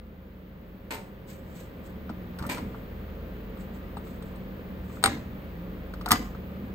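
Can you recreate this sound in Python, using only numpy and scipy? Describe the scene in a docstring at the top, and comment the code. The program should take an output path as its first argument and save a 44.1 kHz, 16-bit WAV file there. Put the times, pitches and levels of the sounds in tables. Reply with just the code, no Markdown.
"""Cassette deck eject and reload

A deck on a table in a small humming room, heard close on a hand-held phone with two microphone ports.
The transport stops with a clunk, the eject latch springs the door open, fingers lift the cassette and
let it drop back into its holder, and the door is pushed shut. Clicks ring plastic, spring and shell modes;
levers ring a frame, bumps boom the steel case, skin rubs in noise strokes, and the room adds an echo."""
import sys
import numpy as np
from scipy import signal
from scipy.fft import rfft, irfft
from scipy.io import wavfile
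from scipy.ndimage import uniform_filter1d

SR = 44100
rng = np.random.default_rng(int(sys.argv[2]) if len(sys.argv) > 2 else 0)


def store_pcm(level_fs):
    """Save levels as 16-bit WAV."""
    pcm = np.round(np.clip(level_fs, -1, 1) * 32767).astype(np.int16)
    wavfile.write(sys.argv[1], SR, np.atleast_2d(pcm).T)


N = 297234
T = np.arange(N) / SR
RING_T = T[:SR // 3]  # time axis of one impact or echo
TOP_HZ = 15900  # upper limit of the phone and of the small-part resonances


def undb(db):
    """Decibels to gain."""
    return 10 ** (np.asarray(db) / 20)


def spectrum_at(points, hz):
    """Gain of a (freq_hz, level_db) table on a log-frequency axis."""
    point_hz, level_db = np.transpose(points)
    return undb(np.interp(np.log(hz + 1), np.log(point_hz), level_db))


def unit(x):
    """Scale to rms 1."""
    return x / np.sqrt(np.mean(x ** 2))


def blow(x):
    """Scale a transient to the energy of 2 ms at rms 1."""
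    energy = np.mean(np.sum(x ** 2, axis=-1))
    return x / np.sqrt(energy / (.002 * SR))


def colour(x, points, tilt_db=0, size=1024):
    """Minimum-phase filter with the given spectrum, tilted in dB per octave about 4 kHz."""
    hz = np.fft.rfftfreq(size, 1 / SR)
    octaves = np.log2(np.maximum(hz, 500) / 4000)  # no further tilt below 500 Hz
    cepstrum = irfft(np.log(spectrum_at(points, hz) * undb(tilt_db * octaves)))
    # folding the cepstrum forward makes the filter causal
    cepstrum[1:size // 2] *= 2
    cepstrum[size // 2 + 1:] = 0
    response = irfft(np.exp(rfft(cepstrum)))
    return signal.fftconvolve(x, response[None], axes=-1)[:, :x.shape[-1]]


# side against mid of sound from all around: freq_hz, level_db
SURROUND_WIDTH = [(60, -32.5), (130, -12), (290, -17.5), (640, -3), (1400, -3.5), (4500, 3.5), (7000, -3.5)]


def diffuse(count, points=((20, 0), (20000, 0))):
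    """Stereo noise from all around: alike in the bass, wider above."""
    hz = np.fft.rfftfreq(count, 1 / SR)
    mid, side = rfft(rng.standard_normal((2, count))) * spectrum_at(points, hz)
    side = side * spectrum_at(SURROUND_WIDTH, hz)
    return unit(irfft(np.array([mid + side, mid - side]), count))


def walk(rate):
    """Slow random curve with rms near 1, drawn rate times a second and smoothed twice."""
    k = int(SR / rate)
    steps = np.repeat(rng.standard_normal(N // k + 1), k)
    return unit(uniform_filter1d(uniform_filter1d(steps, k), k)[:N])


def fade(t60):
    """Exponential decay by 60 dB in t60 seconds."""
    return np.exp(-np.log(1000) * RING_T / max(t60, 1e-3))


def onset(rise_s):
    """Exponential rise towards 1 with time constant rise_s."""
    return 1 - np.exp(-RING_T / rise_s)


def grains(spread_db, hold_s):
    """Gain that jumps to a new random level every hold_s, with rms 1."""
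    step = (RING_T / max(hold_s, 1 / SR)).astype(int)
    return unit(undb(spread_db * rng.standard_normal(len(RING_T))[step]))


def ring(modes, centre_hz, reach, scatter_db, rise_s, length=1):
    """Modes struck once; the blow favours those within reach octaves of centre_hz; length scales decay."""
    sound = 0
    for hz, db, t60 in modes:
        level_chance, phase_chance = rng.standard_normal(2)
        favour = 1 / (1 + (np.log2(hz / centre_hz) / reach) ** 2)
        wave = np.sin(2 * np.pi * hz * RING_T + 1.2 * phase_chance)
        sound = sound + undb(db + scatter_db * level_chance) * favour * fade(t60 * length) * wave
    return blow(sound * onset(rise_s))


def panned(pan_db):
    """Gains of the two ports for a level difference of left minus right."""
    return undb(np.array([[pan_db], [-pan_db]]) / 2)


def add(track, s, sound):
    """Mix a sound in at time s."""
    start = int(s * SR)
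    track[:, start:start + sound.shape[-1]] += sound[..., :N - start]


def tone(hz, waver_db=2.5, drift_hz=1.223):
    """A sine line that wavers in level and pitch."""
    phase = 2 * np.pi * np.cumsum(hz + drift_hz * walk(9)) / SR
    return undb(waver_db * walk(7)) * np.sqrt(2) * np.sin(phase)


# spectra of the rushing air and the thin hiss: freq_hz, level_db (relative)
AIR_COLOUR = [(15, -26.5), (28, -9), (55, -6), (82, -6), (102, -10.5), (151, -8), (188, -2), (273, -10),
              (385, -12.5), (530, -13.5), (730, -23), (1900, -28.5), (3120, -37), (5500, -51),
              (9000, -55.5), (16000, -86)]
HISS_COLOUR = [(9000, -49.5), (12000, -16), (13200, -5), (14200, 1), (15600, 6), (17000, -37.5)]
# fan and mains tones, at the full level the hum reaches: pitch_hz, level_db
HUM_TONES = [(75.2, -47), (112.5, -53.5), (135.5, -56.5), (226, -55.5), (302, -59.5), (442, -60),
             (511, -59), (544, -58), (1200, -65)]
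# deepest drone: time_s, level_db
DRONE_LEVEL = [(0.06, -51.5), (1.17, -55), (1.3, -77), (1.58, -56), (3.22, -43.5), (5.11, -50.5),
               (6.27, -39), (6.57, -59), (6.7, -44)]
# strongest fan tone: time_s, level_db (before a small trim)
FAN_LEVEL = [(0, -55.5), (1.3, -50.5), (2.5, -44), (3.2, -50), (4.1, -47), (4.7, -41), (5.1, -52),
             (5.5, -44.5), (5.95, -48.5), (6.5, -43.5)]
DRONE_HZ, FAN_HZ = 50.4, 187.3
HUM_START_DB, HUM_FULL_S = -8.5, 2.46  # air, hiss and hum tones grow from this far down, then hold


def hum(air_db=-41.0, hiss_db=-61.0, hiss_follow=0.95, fan_trim_db=-0.5, lag_s=0.00014):
    """Fans and mains drone in wavering tones over rushing air and a thin high hiss."""
    level_db = HUM_START_DB * np.maximum(1 - T / HUM_FULL_S, 0)
    drone_db = np.interp(T, *np.transpose(DRONE_LEVEL))
    drone = tone(DRONE_HZ, waver_db=0.5, drift_hz=0.72) * undb(drone_db)
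    fan_db = fan_trim_db + np.interp(T, *np.transpose(FAN_LEVEL))
    fan = tone(FAN_HZ, waver_db=2.0, drift_hz=5.87) * undb(fan_db)
    lines = sum(undb(db) * tone(hz) for hz, db in HUM_TONES)
    tones = drone + fan + lines * undb(level_db)
    tones = np.array([np.interp(T - lag_s, T, tones), tones])  # they come from the right
    air = diffuse(N, AIR_COLOUR) * undb(air_db + 0.15 * walk(4.7) + level_db)
    hiss = diffuse(N, HISS_COLOUR) * undb(hiss_db + hiss_follow * level_db)
    return tones + air + hiss


# sprung levers inside the case:
# start_s, level_db (relative), rattle_t60_s, tilt_db_per_octave, strongest_frame_hz
LEVER_RELEASES = [(0.9057, -27, 0.041, -1, 950), (.909, -29.5, 0.022, 2, 2000), (.914, -27, 0.11, -1, 1300),
                  (.932, -30, 0.044, 0, 420), (.946, -36, 0.11, 4, 1400), (.9805, -38, .012, -5, 800),
                  (2.423, -37, 0.027, -8.5, 420), (2.439, -33, .03, -11, 1800), (2.491, -28, 0.035, 0, 950),
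                  (2.496, -23, 0.11, 1, 1950), (2.513, -26.5, 0.027, 1, 905),
                  (2.523, -29.5, 0.079, 1.5, 1100), (2.543, -36, 0.11, 3, 416),
                  (2.580, -33.5, .03, -1.5, 1000)]
# spectrum of the rattle: freq_hz, level_db (relative)
RATTLE_COLOUR = [(100, -9), (350, 2.5), (620, 3.5), (920, 2.5), (1200, -3), (2300, 3.5), (3300, -7),
                 (4400, -8.5), (5700, -12), (7500, -10), (8800, -4), (11000, -28), (13600, -5),
                 (15500, -61)]
# steel transport frame: pitch_hz, level_db (relative), t60_s
STEEL_FRAME = [(302, 0, .16), (416, 4, .22), (770, -2, .14), (914, 6, .17), (1005, 1, .12), (1270, -5, .1),
               (1430, -4, .14), (1795, -6, .15), (1985, -5, .12), (2230, -9, .07), (2310, -4, .1),
               (2400, -8, .09), (2775, -12, .12), (4027, -7, .2), (4270, -8, .18), (4920, -9, .17),
               (7200, -5, .25), (8340, 0, .22)]


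def levers(tail_t60=0.32, tail_db=-11, frame_db=-5.0, pan_db=2.0):
    """A sprung lever lets go and rebounds: small impacts that ring on in the steel frame and the case."""
    out = np.zeros((2, N))
    for s, db, t60, tilt_db, frame_hz in LEVER_RELEASES:
        impacts = grains(spread_db=6, hold_s=.001)
        decay = impacts * fade(t60) + undb(tail_db) * fade(tail_t60)
        rattle = diffuse(len(RING_T)) * decay * onset(0.00095)
        rattle = blow(colour(rattle, RATTLE_COLOUR, tilt_db))
        frame = ring(STEEL_FRAME, frame_hz, reach=0.55, scatter_db=7.0, rise_s=0.0011)
        add(out, s, undb(db) * (rattle + undb(frame_db) * frame) * panned(pan_db))
    return out


# dull bumps, in turn: the transport drops back, the eject button, the door judders open,
# the cassette is lifted and lands, the door shuts
# start_s, level_db (relative), strongest_hz, length (share of the free ring)
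CASE_BUMPS = [ (0.907, -25, 310, 0.77), (.932, -32, 290, .2), (0.981, -29.5, 480, 0.083),
              (0.985, -39, 165, 0.46), (2.096, -18, 240, 0.68), (2.41, -19.5, 95, 0.38),
              (2.423, -18.5, 234, 0.45), (2.46, -18.5, 201, 0.73), (2.495, -20, 330, .6),
              (2.544, -26, 448, 0.38), (2.587, -18, 230, 0.86), (2.623, -17.5, 192, 0.63),
              (2.648, -17.5, 191, 0.86), (3.972, -25.5, 198, 0.75), (5.042, -19.5, 400, 0.54),
              (5.049, -16, 225, 0.64), (5.074, -14.5, 245, 0.65), (5.076, -16.5, 100, 0.73),
              (5.114, -17.5, 290, 1), (5.163, -21, 200, 0.41), (6.063, -27, 210, 0.54),
              (6.112, -8, 212, 0.71), (6.126, -9.5, 237, 0.68), (6.196, -13.5, 227, 0.62),
              (6.313, -29, 200, 0.94), (6.619, -16, 160, 1)]
# steel case on the table: pitch_hz, level_db (relative), t60_s
STEEL_CASE = [(102, 7, .14), (141, -3, .14), (186, -3, .14), (212, 0, .15), (241, 0, .15), (274, -4, .15),
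              (303, -3, .2), (355, -3, .08), (440, -6, .22), (485, -7, .16)]


def thuds():
    """The steel case booms on the table; a part that stays in contact cuts the boom short."""
    out = np.zeros((2, N))
    for s, db, hz, length in CASE_BUMPS:
        boom = ring(STEEL_CASE, hz, reach=0.4, scatter_db=3.5, rise_s=0.011 * length ** 2, length=length)
        add(out, s, undb(db) * boom)
    return out


# spectrum of the room's echoes: freq_hz, level_db (relative)
ECHO_COLOUR = [(100, -4.5), (250, 8), (600, 9.5), (1400, 7.5), (3000, 5), (8000, 3), (16000, -4)]
ROOM_T60_LOW_S, ROOM_T60_HIGH_S = 0.46, 0.37


def room(x, wet_db=-9, split_hz=1500, build_s=0.0033):
    """Table and walls return a short tail of uneven, clustered echoes."""
    noise = diffuse(len(RING_T), ECHO_COLOUR) * grains(spread_db=2.5, hold_s=.003)
    low = signal.sosfilt(signal.butter(2, split_hz, fs=SR, output="sos"), noise)
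    high = noise - low
    tail = (low * fade(ROOM_T60_LOW_S) + high * fade(ROOM_T60_HIGH_S)) * onset(build_s)
    tail = tail / np.sqrt(np.sum(tail ** 2) / 2)
    return undb(wet_db) * signal.fftconvolve(x.mean(axis=0)[None], tail, axes=-1)[:, :N]


# skin and plastic sliding on plastic: start_s, length_s, level_db (relative)
RUB_STROKES = [(1.267, 0.31, -62.5), (1.832, 0.03, -64), (2.403, 0.15, -49.5), (3.57, 0.041, -61),
               (3.717, .03, -61), (3.954, 0.23, -63.5), (4.785, 0.27, -66.5), (6.06, 0.039, -45)]
# spectrum of the rubbing: freq_hz, level_db (relative)
RUB_COLOUR = [(400, -0.5), (1500, 4), (3000, -0.5), (5500, -5.5), (8300, 5.5), (9500, -14), (13000, 1.5),
              (16000, -7)]
STROKE_ATTACK_S = .035
STROKE_RELEASE_S, STROKE_RELEASE_SHARE = .1, 2.2  # to -60 dB: fixed part plus a share of the length


def rubbing(uneven_db=3.0, grain_db=-1.0, swell_db=7.0):
    """Surfaces slide in uneven strokes, catching in tiny steps; long strokes ease off slowly."""
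    pressure = np.zeros(N)
    for s, length, db in RUB_STROKES:
        release_s = STROKE_RELEASE_S + STROKE_RELEASE_SHARE * length
        attack = np.clip((T - s) / STROKE_ATTACK_S, 0, 1)
        release = np.exp(-np.log(1000) * np.maximum(T - s - length, 0) / release_s)
        pressure += undb(db) * attack * release
    unevenness = undb(swell_db * walk(15) + uneven_db * walk(67) + grain_db * walk(980))
    return diffuse(N, RUB_COLOUR) * pressure * unevenness


def clack(hz, peak_s, overtone=1.6, overtone_db=-15):
    """The struck spot of a plastic panel swings a few times and gives its motion to the chassis."""
    turn = 2 * np.pi * hz * RING_T
    swing = np.sin(turn) + undb(overtone_db) * np.sin(overtone * turn)
    return blow(swing * RING_T * np.exp(-RING_T / peak_s))


def small_parts(low_hz, count, spread_db=4):
    """The crowded resonances of clips, springs and ribs, undamped, with rms 1."""
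    lines = np.zeros(len(RING_T) // 2 + 1, complex)
    place = np.sqrt((np.arange(count) + rng.random(count)) / count)  # crowds towards the top
    hz = low_hz * (TOP_HZ / low_hz) ** place
    level = undb(spread_db * rng.standard_normal(count))
    phase = np.exp(2j * np.pi * rng.random(count))
    lines[(hz * len(RING_T) / SR).astype(int)] = level * phase
    return unit(irfft(lines, len(RING_T)))


# plastic door and holder: pitch_hz, level_db (relative), t60_s
DOOR_PANEL = [(630, -10, .06), (718, -2, .1), (800, -6, .07), (851, -7, .05), (925, -3, .06),
              (995, -3, .06), (1065, -3, .05), (1201, 1, .09), (1305, -1, .05), (1406, -1, .06),
              (1470, -5, .04), (1696, -12, .04)]
# crack summed over all directions, a smoother spectrum: freq_hz, level_db (relative)
ALL_ROUND_CRACK = [(200, 23), (700, 6), (2000, 10.5), (3500, 1), (7000, -4), (11500, -7.5), (14000, -6),
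                   (16000, -20)]
CLACK_HARD_S, CLACK_SOFT_S = 0.00068, 0.0014  # time to the peak of a hard and of a soft contact
TILT_PER_DB = 0.5  # hard contacts are bright: dB per octave for each dB of crack over clack


def knocks(table, crack_colour, part_modes, pan_db, panel_db, part_db, room_db, crack_t60=0.0079,
           scuff_t60=0.049, rise_share=0.02, buzz_t60=0.08, buzz_db=-23, wide_db=-7,
           door_lead_s=0.00026, crack_pan_db=4.5):
    """Contacts crack and clack, ring the door and a spring or shell, buzz small parts; the room answers."""
    near, radiated = np.zeros((2, N)), np.zeros((2, N))
    parts = small_parts(1500, count=200)
    for s, clack_db, crack_db, clack_hz in table:
        tilt_db = TILT_PER_DB * (crack_db - clack_db)
        t60 = crack_t60 + scuff_t60 / (1 + undb(crack_db + 26.5))  # light touches scuff for longer
        scrape = rng.standard_normal(len(RING_T)) + undb(wide_db) * diffuse(len(RING_T))
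        buzz = undb(buzz_db) * parts * fade(buzz_t60)
        contact = (scrape * fade(t60) + buzz) * onset(rise_share * t60)
        # a hard contact pushes for less time than a soft one
        hardness = min(undb(crack_db - clack_db), 1)
        peak_s = CLACK_SOFT_S + hardness * (CLACK_HARD_S - CLACK_SOFT_S)
        panel = ring(DOOR_PANEL, clack_hz, reach=0.95, scatter_db=7.0, rise_s=0.002)
        door = undb(clack_db) * (clack(clack_hz, peak_s) + undb(panel_db) * panel)
        door = np.array([door, np.interp(RING_T - door_lead_s, RING_T, door)])  # left port is nearer
        part = ring(part_modes, centre_hz=6000, reach=3.0, scatter_db=-0.5, rise_s=0.0005)
        part = undb(part_db + crack_db) * part
        crack = blow(colour(contact, crack_colour, tilt_db)) * undb(crack_db)
        add(near, s, crack * panned(crack_pan_db) + door * panned(pan_db) + part)
        all_round = blow(colour(contact, ALL_ROUND_CRACK, tilt_db)) * undb(crack_db)
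        add(radiated, s, all_round + undb(room_db) * door)
    return near + room(radiated)


# in turn: finger meets the eject button, the button slides the catch back, the door swings out;
# the door is pushed in, the latch rides over its catch and snaps home, the door chatters
# against it, the thumb eases off
# start_s, clack_db (relative), crack_db (relative), clack_hz
DOOR_CONTACTS = [ (2.093, -32, -41.5, 1390), (2.098, -29.5, -42, 760), (2.387, -37, -33, 1540),
                 (2.394, -31.5, -42, 1450), (2.403, -31.5, -46, 1400), (2.412, -40, -49, 1340),
                 (2.424, -28, -35, 1140), (2.438, -29, -45, 1210), (2.451, -27.5, -44, 1300),
                 (2.460, -38, -49, 1080), (2.465, -52, -29.5, 1200), (2.572, -29, -37, 1310),
                 (2.580, -32.5, -39, 1400), (2.586, -30.5, -42, 1020), (2.743, -35, -53, 1230),
                 (2.745, -34, -51, 930), (5.937, -32, -38.5, 1440), (6.011, -31, -37.5, 1260),
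                 (6.0595, -22.5, -24, 1200), (6.063, -21, -45, 920), (6.079, -22, -46, 1360),
                 (6.0865, -38, -23, 1400), (6.0905, -23, -37, 1260), (6.1068, -15, -17.5, 1750),
                 (6.108, -11, -24, 1340), (6.112, -18, -12.5, 1300), (6.1168, -16.5, -5.5, 1340),
                 (6.1176, -6.5, -5.5, 1170), (6.1222, -13.5, -25, 1895), (6.1245, -26, -13.5, 1770),
                 (6.126, -17, -25, 910), (6.132, -21.5, -35, 800), (6.348, -35, -47, 1290),
                 (6.566, -43, -56, 1190)]
# crack of the latch towards the phone: freq_hz, level_db (relative)
LATCH_COLOUR = [(200, -2.5), (800, -11), (1800, -1), (2900, 4.5), (4200, 8), (6000, 1), (7600, -5.5),
                (8500, 6), (9100, 0.5), (11000, 4), (13400, -4), (16000, -12.5)]
# door spring: pitch_hz, level_db (relative), t60_s
DOOR_SPRING = [(1863, 13, .12), (1990, 1, .09), (2290, 1, .07), (2946, -7, .14), (3710, -1, .15),
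               (4242, -6, .16), (4791, -2, .18), (5250, -2, .17), (6030, -5, .18), (6944, -8, .17),
               (7090, -9, .17), (8530, 1, .07), (8590, 2, .07)]


def door_and_latch():
    """Button, catch and latch crack, clack the plastic door and ring its spring."""
    return knocks(DOOR_CONTACTS, LATCH_COLOUR, DOOR_SPRING, pan_db=2, panel_db=-2, part_db=-9, room_db=-4.0)


# the cassette in its holder, in turn: it is lifted, slides down, drops and bounces
# start_s, clack_db (relative), crack_db (relative), clack_hz
CASSETTE_CONTACTS = [ (3.570, -40, -46, 1260), (3.969, -26, -35, 860), (3.972, -30.5, -51, 1250),
                     (4.070, -39.5, -47, 1300), (4.223, -41, -41.5, 1200), (4.357, -49, -46, 1300),
                     (4.900, -38, -51, 1200), (4.970, -37, -51, 1300), (5.027, -31.5, -30, 1000),
                     (5.0388, -9, -5.5, 1400), (5.041, -18, -13.5, 1200), (5.0445, -19.5, -28, 750),
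                     (5.049, -17, -35.5, 1330), (5.0585, -14, -9.5, 1600), (5.0603, -13.5, -13.5, 1210),
                     (5.0758, -20, -27.5, 1110)]
# crack of the cassette towards the phone: freq_hz, level_db (relative)
CASSETTE_COLOUR = [(200, -5), (800, -1), (1800, -1), (2300, 1.5), (2800, -1), (4000, 7), (4700, 0.5),
                   (6200, -16), (7000, -3.5), (7700, -9.5), (8300, 5), (8700, 5), (9300, -5.5), (11600, -7),
                   (16000, -23)]
# cassette shell: pitch_hz, level_db (relative), t60_s
CASSETTE_SHELL = [(791, 12, .14), (960, 4, .08), (1410, 7, .07), (2205, 0, .07), (2290, 3, .08),
                  (2840, -2, .1), (3040, -3, .08), (3950, -2, .08), (4450, -1, .06), (4950, -7, .12),
                  (7050, -10, .12), (8350, 0, .09), (8540, 2, .09), (8700, 0, .08)]


def cassette_in_holder():
    """The cassette knocks its holder, clacking the door's plastic and ringing its own shell."""
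    return knocks(CASSETTE_CONTACTS, CASSETTE_COLOUR, CASSETTE_SHELL, pan_db=5.5,
                  panel_db=-11.5, part_db=-3.5, room_db=-6)


def scene():
    """The deck, its echo and the humming room."""
    background = hum()
    works = undb(-0.25) * levers() + undb(-3.0) * rubbing()
    case = undb(-6.5) * thuds()
    plastic = undb(-6.5) * (door_and_latch() + cassette_in_holder())
    echo = room(works + undb(-6.0) * case)
    return plastic + case + works + echo + background


LEFT_LAG_S, MONO_ABOVE_HZ = .000144, 6500


def record(dry):
    """The phone's two ports share their treble, the left slightly late; it clips, then cuts the top."""
    hz = np.fft.rfftfreq(N, 1 / SR)
    left, right = rfft(dry)
    mid = (left + right) / 2
    side = (left - right) / 2 / (1 + (hz / MONO_ABOVE_HZ) ** 10)
    late_left = (mid + side) * np.exp(-2j * np.pi * hz * LEFT_LAG_S)
    ports = irfft(np.array([late_left, mid - side]), N)
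    top_cut = signal.ellip(10, .2, 80, TOP_HZ, fs=SR, output="sos")
    return signal.sosfilt(top_cut, np.clip(ports, -1, 1))


dry = scene()
out = record(dry)
store_pcm(out)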